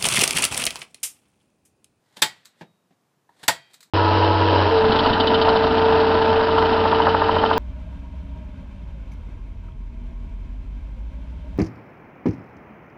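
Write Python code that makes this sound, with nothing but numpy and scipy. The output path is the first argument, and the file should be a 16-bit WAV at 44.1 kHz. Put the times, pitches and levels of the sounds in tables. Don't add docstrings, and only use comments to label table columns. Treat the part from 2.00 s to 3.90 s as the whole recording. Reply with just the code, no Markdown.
import sys
import numpy as np
from scipy import signal
from scipy.fft import rfft, irfft
from scipy.io import wavfile
from scipy.ndimage import uniform_filter1d

SR = 44100
rng = np.random.default_rng(int(sys.argv[2]) if len(sys.argv) > 2 else 0)


def wrap_up_sound(samples):
    columns = np.atleast_2d(samples).T
    tamed = np.clip(columns, -1, 1)
    steps = np.round(tamed * 32767).astype(np.int16)
    wavfile.write(sys.argv[1], SR, steps)


N = 83790
T = np.arange(N) / SR
HZ = np.maximum(np.arange(N // 2 + 1) * SR / N, 1)

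# (start [s], end [s], end level [dB], rise from start to end [dB])
RUB_AND_HISS_CUES = [(.02, .217, -60.5, 16.5), (.35, 0.426, -80, -19), (.54, 0.612, -59, 26),
                     (1.29, 1.463, -51, 29), (1.69, 1.749, -66.5, -2)]
# (time [s], level [dB])
CATCH_CUES = [(0.1636, -52.5), (.1682, -38.5), (.176, -47), (.191, -47), (1.395, -57.5), (1.4304, -40.5),
              (1.4356, -37)]
# (time [s], slam level [dB], box boom [dB], steel rattle [dB], spring ring [dB])
SHOT_CUES = [(0.2202, -12.5, -26, -15, -63), (1.4807, -13.5, -14, -19, -52.5)]
# (time [s], level [dB])
CLICK_CUES = [(0.45, -55), (0.455, -43), (1.710, -66), (1.734, -51.5), (1.7408, -45), (1.8058, -47),
              (1.8283, -46)]
# (time [s], level [dB], lever ring [dB])
KNOCK_CUES = [(0.61, -36.5, -67), (.906, -61, -89), (0.921, -66.5, -88.5)]

# (frequency [Hz], t60 [s], first shot [dB], second shot [dB])
BODY_MODES = [(325, 0.078, -31.5, -49.5), (536, 0.16, -46, -36), (672, 0.21, -44.5, -28),
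              (866, 0.13, -16.5, -30), (1802, .17, -33, -33.5), (1855, .15, -22.5, -22),
              (1939, 0.25, -27.5, -30), (2196, 0.23, -31, -33), (3132, 0.18, -26, -37.5),
              (3280, .15, -32, -28.5), (3373, .14, -29, -30), (3704, 0.13, -21.5, -37.5),
              (4650, 0.17, -24.5, -41.5), (6904, .1, -37, -34.5), (7860, .09, -35, -33)]
# (frequency [Hz], t60 [s], relative level [dB])
SPRING_MODES = [(1610, .7, -9), (1938, .7, -4.5), (2370, 1.1, -9.5), (2490, 1.1, -5.5), (3176, .5, -3.5),
                (3283, .6, -5.5), (3200, .8, 2.5), (3830, 0.67, -2.5), (3800, .7, -8), (4597, 0.64, 1)]

# (frequency [Hz], relative level [dB])
ROOM_TONE_EQ = [(25, -34.5), (60, -21), (100, -4.5), (140, 1), (250, -3), (450, -6.5), (1000, -9.5),
                (2000, -18), (4000, -22), (8000, -24.5), (15000, -30)]
RUB_AND_HISS_EQ = [(80, -10), (200, -2.5), (900, -1), (1300, -7), (1950, -1), (2600, -10), (3900, -3),
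                   (6000, -14), (8200, -10.5), (11000, -20.5), (15000, -27.5)]
CATCH_EQ = [(50, -24.5), (130, -4), (220, 4), (400, -5), (870, 1.5), (1290, -9.5), (1700, 1.5), (2400, -10),
            (3600, -2), (6000, -14.5), (8000, -10.5), (15000, -23.5)]
SLAM_EQ = [(60, -28), (140, -9.5), (250, -8.5), (330, -3), (460, -12), (850, -1), (1150, -3), (1600, -0.5),
           (2300, -3.5), (4600, 1), (6300, -8.5), (7700, 0), (9000, -9), (11200, -9.5), (13000, -16),
           (15000, -10.5)]
CRACK_EQ = [(500, -23), (2500, -11), (4000, 2), (5200, 0.5), (6300, -6.5), (7600, -0.5), (9500, -7.5),
            (11500, -0.5), (15000, -8.5)]
BOOM_EQ = [(100, -26.5), (280, -28.5), (440, -18.5), (540, -2.5), (590, -9.5), (680, -0.5), (770, -9.5),
           (870, 3.5), (990, -1), (1130, -17.5), (1500, -3.5), (2000, -5.5), (2800, -26), (8000, -45)]
STEEL_EQ = [(300, -23.5), (1200, -25.5), (1850, -1.5), (2200, -5.5), (2500, -1.5), (2850, -13), (3150, -2),
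            (3700, 2), (4100, -13), (5200, -11.5), (9000, -26.5), (15000, -36.5)]
CLICK_EQ = [(200, -33), (500, -43), (1000, -9), (1700, -4), (3200, -9), (3850, 3.5), (4500, -0.5),
            (5600, -8), (8000, -1), (10000, -12.5), (15000, -13)]
KNOCK_EQ = [(40, -22), (100, -9.5), (190, 9), (320, -1), (430, -5), (650, -4), (860, -5), (1400, -17.5),
            (1700, -8), (2000, -14), (4300, -21.5), (8000, -37), (15000, -46)]
TAP_EQ = [(100, -18), (600, -12), (920, 5), (1250, -16.5), (1750, -8), (2500, -37), (3700, -23.5),
          (5500, -36.5), (15000, -38.5)]

# (frequency [Hz], t60 [s])
ROOM_DECAY = [(50, 0.3), (130, 0.243), (300, 0.1259), (800, 0.2126), (2000, 0.17), (5000, 0.1646),
              (9000, 0.15), (15000, 0.13)]
# (frequency [Hz], gain [dB])
ROOM_EQ = [(60, -0.5), (130, 12.5), (260, 2.5), (500, 5), (1000, -0.5), (4000, 0), (12000, 1)]
# (frequency [Hz], relative level [dB])
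CLUTTER_EQ = [(60, -43.5), (150, -36), (400, -35), (900, -41.5), (2000, -29.5), (4500, -38.5),
              (8000, -47.5), (15000, -56.5)]

LEVER_HZ, LEVER_T60_S = 3790, .7


def undb(db):
    return 10 ** (np.asarray(db) / 20)


def curve(points, hz):
    f, v = np.array(points).T
    return np.interp(np.log(hz), np.log(f), v)


def fade(t60, hold=0):
    return np.exp(-np.log(1000) * np.maximum(T - hold, 0) / t60)


def attack(rise):
    return 1 - np.exp(-T / rise)


def at(start, x):
    k = int(start * SR)
    return np.pad(x[:N - k], (k, 0))


def noise(colour):
    x = irfft(undb(curve(colour, HZ)) * np.exp(2j * np.pi * rng.random(len(HZ))), N)
    return x / x.std()


def ring(hz, t60):
    return np.sin(2 * np.pi * (hz * T + rng.random())) * fade(t60)


def room_tail(colour, size=22050, clutter_t60=.95):
    spectrum = rfft(noise(colour)[:size])
    octave = np.log2(np.maximum(np.fft.rfftfreq(size, 1 / SR), 1))
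    out = 0
    for hz in 32 * 2. ** np.arange(10):
        band = irfft(spectrum * np.maximum(1 - abs(octave - np.log2(hz)), 0))
        bloom = attack(.003 + 2.8 / hz)
        decay = fade(curve(ROOM_DECAY, hz)) + undb(curve(CLUTTER_EQ, hz)) * fade(clutter_t60)
        out += undb(curve(ROOM_EQ, hz)) * band * (bloom * decay)[:size]
    return np.pad(out, (0, N - size))


def hit(colour, rise, hold, t60, room_db):
    return noise(colour) * attack(rise) * fade(t60, hold) + undb(room_db) * room_tail(colour)


def room_tone():
    return undb(-69.5) * noise(ROOM_TONE_EQ)


def rubs_and_hiss(rough_db=1.5, edge_s=.02):
    out = 0
    for start, end, db, rise_db in RUB_AND_HISS_CUES:
        grain = uniform_filter1d(rng.standard_normal(N), size=200)
        ramp_db = rise_db * np.clip((T - end) / (end - start), -1, 0)
        gate = np.clip((T - start) / edge_s, 0, 1) * np.clip(1 + (end - T) / edge_s, 0, 1)
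        out += noise(RUB_AND_HISS_EQ) * undb(db + ramp_db + rough_db * grain / grain.std()) * gate
    return out


def lever_catches():
    return sum(at(start, undb(db) * hit(CATCH_EQ, rise=.0004, hold=.0013, t60=.075, room_db=-14))
               for start, db in CATCH_CUES)


def shots():
    out = 0
    for k, (start, db, boom_db, steel_db, spring_db) in enumerate(SHOT_CUES):
        slip = undb(db - 21.5) * noise(SLAM_EQ) * fade(.061)
        crack = undb(db + 2.5) * noise(CRACK_EQ) * fade(.009)
        slam = undb(db) * hit(SLAM_EQ, rise=.00017, hold=.0053, t60=.061, room_db=-4.5)
        boom = undb(boom_db) * hit(BOOM_EQ, rise=.001, hold=.0048, t60=.072, room_db=-12)
        steel = undb(steel_db) * hit(STEEL_EQ, rise=.0002, hold=.0048, t60=.04, room_db=-10.5)
        body = sum(undb(dbs[k]) * ring(hz, t60) for hz, t60, *dbs in BODY_MODES) * attack(.003)
        spring = sum(undb(spring_db + mode_db) * ring(hz, t60) for hz, t60, mode_db in SPRING_MODES)
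        spring *= fade(.3, hold=.29)
        out += at(start - .0018, slip) + at(start, crack + slam + body + spring)
        out += at(start + .002, steel) + at(start + .003, boom)
    return out


def lever_clicks():
    out = 0
    for start, db in CLICK_CUES:
        click = hit(CLICK_EQ, rise=.00016, hold=.0016, t60=.042, room_db=-7)
        ping = undb(-30.5) * ring(LEVER_HZ, LEVER_T60_S)
        out += at(start, undb(db) * (click + ping))
    return out


def gun_knocks():
    out = 0
    for start, db, ring_db in KNOCK_CUES:
        thud = undb(db) * hit(KNOCK_EQ, rise=.00033, hold=.007, t60=.1, room_db=-7)
        out += at(start, thud + undb(ring_db) * ring(LEVER_HZ, LEVER_T60_S))
    return out


def nose_tap(start=1.291, db=-52):
    return at(start, undb(db) * hit(TAP_EQ, rise=.0012, hold=.00505, t60=.02496, room_db=-6.5))


def scene():
    return (shots() + lever_catches() + lever_clicks() + nose_tap() + gun_knocks()
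            + rubs_and_hiss() + room_tone())[None]


def record(dry, low_cut_hz=71, ceiling=.8, top_hz=15150):
    thin = signal.sosfilt(signal.butter(2, low_cut_hz, "high", fs=SR, output="sos"), dry)
    rounded = ceiling * np.tanh(thin / ceiling)
    return signal.sosfilt(signal.ellip(10, .2, 80, top_hz, fs=SR, output="sos"), rounded)


dry = scene()
out = record(dry)
wrap_up_sound(out)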